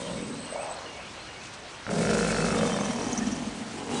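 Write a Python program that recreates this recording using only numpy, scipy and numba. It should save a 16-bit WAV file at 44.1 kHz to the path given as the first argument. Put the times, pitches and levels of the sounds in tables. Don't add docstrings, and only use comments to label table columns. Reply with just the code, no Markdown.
import sys
import numpy as np
from scipy import signal
from scipy.io import wavfile
from scipy.ndimage import map_coordinates
from numba import njit

SR = 44100
rng = np.random.default_rng(int(sys.argv[2]) if len(sys.argv) > 2 else 0)


def invert_db(x):
    u = np.asarray(x, float) / 20
    return 10 ** u


def wav_out(sig):
    wavfile.write(sys.argv[1], SR, np.round(np.clip(np.atleast_2d(sig).T, -1, 1) * 32767).astype(np.int16))


N = 176400

# start_s, level_db
SHAKEN_WATER = [(0, -44.5), (.4, -55.5), (1.3, -55), (1.89, -55.5), (1.905, -41.5), (2.1, -37),
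                (2.45, -37.5), (2.7, -40), (3.2, -44), (3.4, -47.5), (3.89, -49), (3.92, -41), (4, -39)]


def rms_one(x):
    return x / np.sqrt(np.mean(x ** 2) + 1e-20)


def in_time(rows):
    s, *columns = np.transpose(rows)
    return [np.interp(np.arange(N) / SR, s, c) for c in columns]


def drift(rate):
    knots = rng.standard_normal(int(N / SR * rate * 2) + 4)
    coarse = map_coordinates(knots, [np.arange(0, N + 32, 32) / SR * rate * 2], order=3)
    return rms_one(np.interp(np.arange(N) / 32, np.arange(len(coarse)), coarse))


@njit
def resonate(x, cosine, r):
    y = np.zeros(len(x))
    for i in range(2, len(x)):
        y[i] = (1 - r * r) / 2 * (x[i] - x[i - 2]) + 2 * r * cosine[i] * y[i - 1] - r * r * y[i - 2]
    return y


def band(x, hz, width):
    return resonate(x, np.cos(2 * np.pi * hz / SR) * np.ones(N), np.exp(-np.pi * max(width, 5) / SR))


def coloured(spectrum, patchy_db):
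    edges = 25 * 2 ** np.arange(0, 9.1, .5)
    white = rng.standard_normal((2, N))
    hz, db = np.transpose(spectrum)
    out = 0
    for k, (low, high) in enumerate(zip(edges, edges[1:])):
        gain = invert_db(np.interp(np.log(low * high) / 2, np.log(hz), db) + patchy_db * drift(12))
        half_octave = signal.butter(2, [low, high], "band", fs=SR, output="sos")
        out = out + gain * signal.sosfilt(half_octave, white[k % 2])
    return rms_one(out)


def grains(per_s, low_hz, high_hz, cycles, spread_db):
    sizes = invert_db(spread_db * np.minimum(rng.exponential(1, N), 5))
    clicks = sizes * rng.choice([-1, 1], N) * (rng.random(N) < per_s / SR)
    dealt = rng.integers(0, 10, N)
    out = 0
    for k, hz in enumerate(np.geomspace(low_hz, high_hz, 10)):
        out = out + band(clicks * (dealt == k) + 1e-18, hz, 2 * hz / cycles) / hz ** .5
    return rms_one(out)


def pond(x):
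    t60_s, dull_hz, first_echo_s = 0.81, 3280, .012
    t = np.arange(SR) / SR
    tail = rng.standard_normal(SR) * invert_db(-60 * t / t60_s) * (t > first_echo_s)
    tail = signal.lfilter([1], [1, -np.exp(-2 * np.pi * dull_hz / SR)], tail)
    return signal.fftconvolve(x, tail / np.sqrt(np.sum(tail ** 2)))[:N]


def bellow(span, rate, level_db, throat, rough, jitter, dull_hz, shift=1, sign=-1, shift_hz=900):
    t = np.arange(N) / SR
    on = (t >= span[0][0]) & (t < span[-1][0])
    phase = np.cumsum(on * rate * (1 + jitter * drift(25))) / SR
    flaps = np.diff(np.floor(phase - 1e-9), prepend=-1) > 0
    pulses = flaps * invert_db(.6 * drift(30)) * np.sqrt(SR / rate)
    breath = rng.standard_normal(N) * (.5 + np.exp(-(phase % 1) / 0.68)) * on
    source = np.sqrt(1 - rough) * pulses + np.sqrt(rough) * breath + 1e-18
    source = signal.lfilter(*signal.butter(4, dull_hz, fs=SR), source)
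    voice = 0
    for k, (hz, width, db) in enumerate(throat):
        centre = hz * (shift if hz > shift_hz else 1)
        voice = voice + invert_db(db) * band(source, centre, width) * sign ** k
    return invert_db(level_db) * voice / np.std(voice[on])


def nearest_animal():
    # start_s, pulses_per_s
    near_rate = [(1.8665, 39.26), (2.0, 45.04), (2.12, 51.28), (2.25, 51.67), (2.42, 50.25), (2.6, 46.96),
                 (2.8, 43.02), (3.0, 36.99), (3.3, 36.42)]
    # start_s, level_db, resonance_factor
    near_effort = [
        (1.866, -36, 0.97),
        (1.95, -43, 0.91),
        (2.1, -33, 0.97),
        (2.4, -33.5, 0.93),
        (2.6, -35.5, 0.81),
        (2.9, -40.5, 0.64),
        (3.2, -51, 0.6),
        (3.32, -58, 0.54),
    ]
    # resonance_hz, width_hz, level_db
    near_throat = [(52, 30, 1), (102, 35, 0), (200, 90, -4), (470, 150, -10), (720, 200, -8),
                   (1000, 300, -13), (1450, 160, 2), (2300, 500, -19)]
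    level_db, reach = in_time(near_effort)
    return bellow(near_rate, *in_time(near_rate), level_db, near_throat, .05, .001, 2400, reach, 1)


def second_animal():
    # start_s, pulses_per_s, level_db
    second_pulses = [(1.875, 55.5, -37), (1.91, 56, -29), (2.1, 57, -28.5), (2.27, 58.3, -32),
                     (2.45, 54, -31), (2.58, 52, -29), (2.75, 48.5, -34), (3.0, 47, -38), (3.05, 46, -50)]
    # resonance_hz, width_hz, level_db
    second_throat = [(116, 30, -12), (178, 60, 0), (236, 60, -2), (410, 100, -7), (550, 80, -5),
                     (690, 120, -10)]
    # start_s, resonance_factor
    second_reach = [(1.88, 1.05), (1.95, .95), (2.45, .97), (2.55, 1.1), (2.75, 1.08), (3.0, 1.08)]
    reach, = in_time(second_reach)
    return bellow(second_pulses, *in_time(second_pulses), second_throat, .7, .035, 1200, reach, -1, 150)


def other_animals():
    # start_s, pulses_per_s, level_db
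    far_pulses = [(0, 62, -37), (.15, 60, -40), (.25, 57, -52), (.9, 52, -54), (1.3, 43, -62)]
    fading_pulses = [(.018, 43.5, -46), (.22, 43, -39.5), (.27, 36, -39.5), (.33, 34, -41), (.37, 28, -45),
                     (.44, 27, -56)]
    third_pulses = [(2.9, 45.66, -70), (3.0, 47.09, -35), (3.25, 53.22, -40), (3.57, 45.25, -44.5),
                    (3.75, 40.27, -47.5)]
    next_pulses = [(3.74, 43.73, -43.5), (3.8, 45.93, -37), (3.86, 46.87, -41.5), (3.91, 48.1, -31),
                   (4.0, 50.24, -35)]
    # resonance_hz, width_hz, level_db
    far_throat = [(57, 25, -12), (185, 40, 0), (310, 80, -10), (490, 70, -3), (585, 60, 0), (950, 250, -13)]
    fading_throat = [(120, 50, -9), (245, 50, 0), (500, 100, -12)]
    third_throat = [(50, 6.5, -9.5), (114, 70, -5.5), (281, 85, -2.5), (438, 64, -6), (700, 290, -9),
                    (1910, 79, -21)]
    next_throat = [(139, 57, -3.5), (196, 45, 1), (268, 63, 2), (450, 116, -6), (840, 106, -4),
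                   (3040, 300, -20.5)]
    animals = [(far_pulses, far_throat, .2, 1500), (fading_pulses, fading_throat, .12, 900),
               (third_pulses, third_throat, .4, 2500), (next_pulses, next_throat, .45, 3500)]
    return sum(bellow(rows, *in_time(rows), throat, rough, .006, dull_hz)
               for rows, throat, rough, dull_hz in animals)


def growl():
    # peak_s, peak_db
    growl_flaps = [(2.904, -25.5), (2.96, -35), (3.072, -23.5), (3.131, -25), (3.187, -22.5),
                   (3.223, -19.5), (3.275, -22), (3.334, -27.5), (3.374, -28.5), (3.431, -27.5),
                   (3.475, -22.5), (3.532, -31.5), (3.56, -33), (3.616, -31), (3.658, -36)]
    chest_hz, swell_s, overtone_db = 235, .008, -20
    t, out = np.arange(N) / SR, 0
    for (s, db), (a, b, c) in zip(growl_flaps, rng.random((len(growl_flaps), 3))):
        turn = 2 * np.pi * (chest_hz * (1 + 0.075 * (a - .5)) * (t - s) + b)
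        swell = np.exp(-((t - s) / swell_s) ** 2)
        out = out + invert_db(db) * swell * (np.sin(turn) + invert_db(overtone_db) * np.sin(3 * turn + 6 * c))
    return out


def chorus():
    near = nearest_animal()
    flaps = growl()
    rest = other_animals() + second_animal()
    echoes = pond(invert_db(-12) * near + invert_db(-6) * rest + invert_db(-12) * flaps)
    return near + rest + flaps + echoes


def rasp():
    # resonance_hz, width_hz, level_db, start_s, end_s
    nostrils = [(3720, 200, -11, -.1, .3), (3150, 120, -11, -.1, .15), (1750, 90, -15, 1.9, 3.0),
                (1810, 70, -5, 3.18, 3.43), (2220, 90, -13, 1.9, 3.2), (2600, 60, -12, 1.9, 3.3),
                (4150, 90, -17, 2.0, 2.6), (4380, 160, -10, 2.26, 2.5), (5540, 130, -14, 2.0, 2.7),
                (3600, 100, -11, 2.5, 2.9), (3110, 140, -10, 2.55, 3.45), (2850, 96, -11, 3.88, 4.1),
                (3430, 60, -14, 3.88, 4.1), (3880, 140, -8, 3.86, 4.1), (4820, 70, -14, 3.9, 4.1)]
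    t, white = np.arange(N) / SR, rng.standard_normal(N)
    out = 0
    for hz, width, db, start, end in nostrils:
        fade = np.clip(np.minimum(t - start, end - t) / 0.053, 0, 1)
        ring = rms_one(band(band(white, hz, width), hz, width))
        out = out + invert_db(db + 3.3 * drift(18)) * fade * ring
    return invert_db(in_time(SHAKEN_WATER)[0]) * out


def spray():
    # centre_hz, level_db
    hiss_colour = [(700, -12.5), (1500, -9.5), (3300, -13), (5700, -10), (9000, -10.5), (11000, -18)]
    # start_s, length_s, level_db
    wet_flicks = [
        (1.43, .045, -47),
        (1.535, .012, -49),
        (2.208, .01, -40),
        (3.265, .03, -46),
    ]
    t, (level_db,) = np.arange(N) / SR, in_time(SHAKEN_WATER)
    drops = grains(3000, 2200, 9000, 12.0, spread_db=2.5)
    fizz = coloured(hiss_colour, patchy_db=1.0) + invert_db(-8) * drops
    flicks = sum(invert_db(db) * np.clip(np.minimum(t - s, s + length - t) / 0.001, 0, 1)
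                 for s, length, db in wet_flicks)
    return invert_db(level_db + 1.5 * drift(45)) * fizz + flicks * grains(5400, 2260, 8100, 15.0, spread_db=4.0)


def rattle():
    # start_s, peak_db, resonance_hz
    big_drops = [(2.6747, -33.5, 6050), (2.7276, -31, 5810), (2.7625, -37, 5530), (2.7879, -39, 6050),
                 (2.8054, -31, 6250), (2.8498, -29.5, 5930), (2.9087, -31, 5750), (2.9546, -36, 5820),
                 (2.979, -43, 5670), (3.0159, -30.5, 5800), (3.0424, -37, 5800), (3.0623, -42, 5760),
                 (3.1022, -38, 6100), (3.1222, -34, 6640), (3.174, -26.5, 5800), (3.266, -33, 5770),
                 (3.3227, -34, 5820), (3.3611, -40, 5840), (3.42, -41, 6240), (3.4654, -42, 6310)]
    rise_s, width_hz, ring_db, patter_db = .005, 250, -8, -52
    t, push = np.arange(N) / SR, rng.standard_normal(N)
    late = np.clip(np.minimum(t - big_drops[0][0], big_drops[-1][0] - t) / 0.045, 0, 1)
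    out = invert_db(patter_db + 5.1 * drift(30)) * late * grains(2100, 5600, 6500, 60.0, spread_db=5.0)
    for s, db, hz in big_drops:
        u = np.maximum(t - s, 0) / rise_s
        ring = rms_one(band(band(push, hz, width_hz), hz, width_hz))
        out = out + invert_db(db + ring_db) * u * np.exp(1 - u) * ring
    return out


def splash():
    # start_s, peak_db, pitch_hz
    gulps = [(.475, -37, 980), (.56, -26, 850), (.523, -25.5, 590), (.544, -27, 538), (.555, -22.5, 604),
             (.594, -27, 700), (.636, -31.5, 804), (.669, -34, 780), (.698, -42, 760), (.722, -33.5, 720)]
    decay_cycles, pitch_rise = 6, 0.17
    patter_s, patter_db, patter_t60_s = .525, -36, 1.1
    t, out = np.arange(N) / SR, 0
    for s, db, hz in gulps:
        u = np.clip((t - s) * hz, 0, 60)
        envelope = invert_db(db + 5.5 - 20 * u / decay_cycles) * np.minimum(u / 2, 1)
        out = out + envelope * np.sin(2 * np.pi * u * (1 + pitch_rise * u / 20))
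    u = np.maximum(t - patter_s, 0)
    envelope = invert_db(patter_db - 60 * u / patter_t60_s) * np.minimum(u / .06, 1)
    out = out + envelope * grains(900, 520, 1150, 10.0, spread_db=4.0)
    return out + invert_db(-6.5) * pond(out)


def bird():
    # start_s, level_db, early_slide_s (into the first note)
    phrases = [
        (-.05, -53, 0),
        (.33, -48.5, 0),
        (.72, -48.5, 0),
        (1.14, -48.5, .05),
    ]
    # offset_s, length_s, from_hz, to_hz, glide_s, level_db
    whistles = [
        (-.01, .16, 3650, 4290, .05, -4),
        (.03, .12, 4080, 4120, .04, -9),
        (.132, .06, 3600, 2800, .012, 2),
        (.215, .05, 2240, 2225, .02, 1),
        (.262, .035, 2300, 2750, .04, 4),
    ]
    t, out = np.arange(-SR // 2, N) / SR, 0
    for start, phrase_db, early in phrases:
        for offset, length, from_hz, to_hz, glide, db in whistles:
            lead = early * (offset < 0)
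            u = t - start - offset + lead
            length, glide, from_hz = length + lead, glide + 1.5 * lead, from_hz - 8000 * lead
            hz = to_hz + (from_hz - to_hz) * np.exp(-np.maximum(u, 0) / (glide / 2))
            fade = np.clip(np.minimum(u, length - u) / 0.0033, 0, 1)
            out = out + invert_db(phrase_db + db) * fade * np.sin(2 * np.pi * np.cumsum(hz) / SR)
    out = out[SR // 2:] * invert_db(3.5 * drift(70) - 1.5)
    return out + invert_db(-6) * pond(out)


def insects():
    from_hz, to_hz, end_s, strokes_per_s, near_db = 8200, 8090, .765, 85, -49
    far_hz, far_db = 8035, -67
    t = np.arange(N) / SR
    hz = from_hz + (to_hz - from_hz) * t / end_s + 50 * drift(30) + 150 * drift(150)
    beat = np.sin(2 * np.pi * np.cumsum(strokes_per_s * (1 + 0.18 * drift(23))) / SR)
    strokes = np.clip(0.88 + 1.8 * beat + .9 * drift(45), 0, 1.5) * invert_db(3 * drift(20))
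    fade = np.clip((end_s - t) / 0.021, 0, 1)
    near = invert_db(near_db) * strokes * fade * np.sin(2 * np.pi * np.cumsum(hz) / SR)
    far = rms_one(band(band(rng.standard_normal(N), far_hz, 70), far_hz, 70))
    return near + invert_db(far_db) * far


def open_air():
    # centre_hz, level_db
    air_colour = [(30, -1), (52, -1.5), (80, 0), (200, -2), (800, -2.5), (2500, -7), (5900, -14),
                  (11000, -43)]
    return invert_db(-43) * coloured(air_colour, patchy_db=1.5)


def scene():
    animals = chorus() + rasp()
    water = spray() + rattle() + splash()
    return (animals + water + bird() + insects() + open_air())[None]


def low_pass(x):
    return signal.sosfilt(signal.butter(12, 10850, fs=SR, output="sos"), x)


def record(dry):
    cutoff_hz = 10250
    x = signal.sosfilt(signal.butter(2, 40, "high", fs=SR, output="sos"), dry)
    x = signal.sosfilt(signal.cheby2(24, 60, cutoff_hz * 1.02, fs=SR, output="sos"), x)
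    return low_pass(x)


dry = scene()
out = record(dry)
wav_out(out)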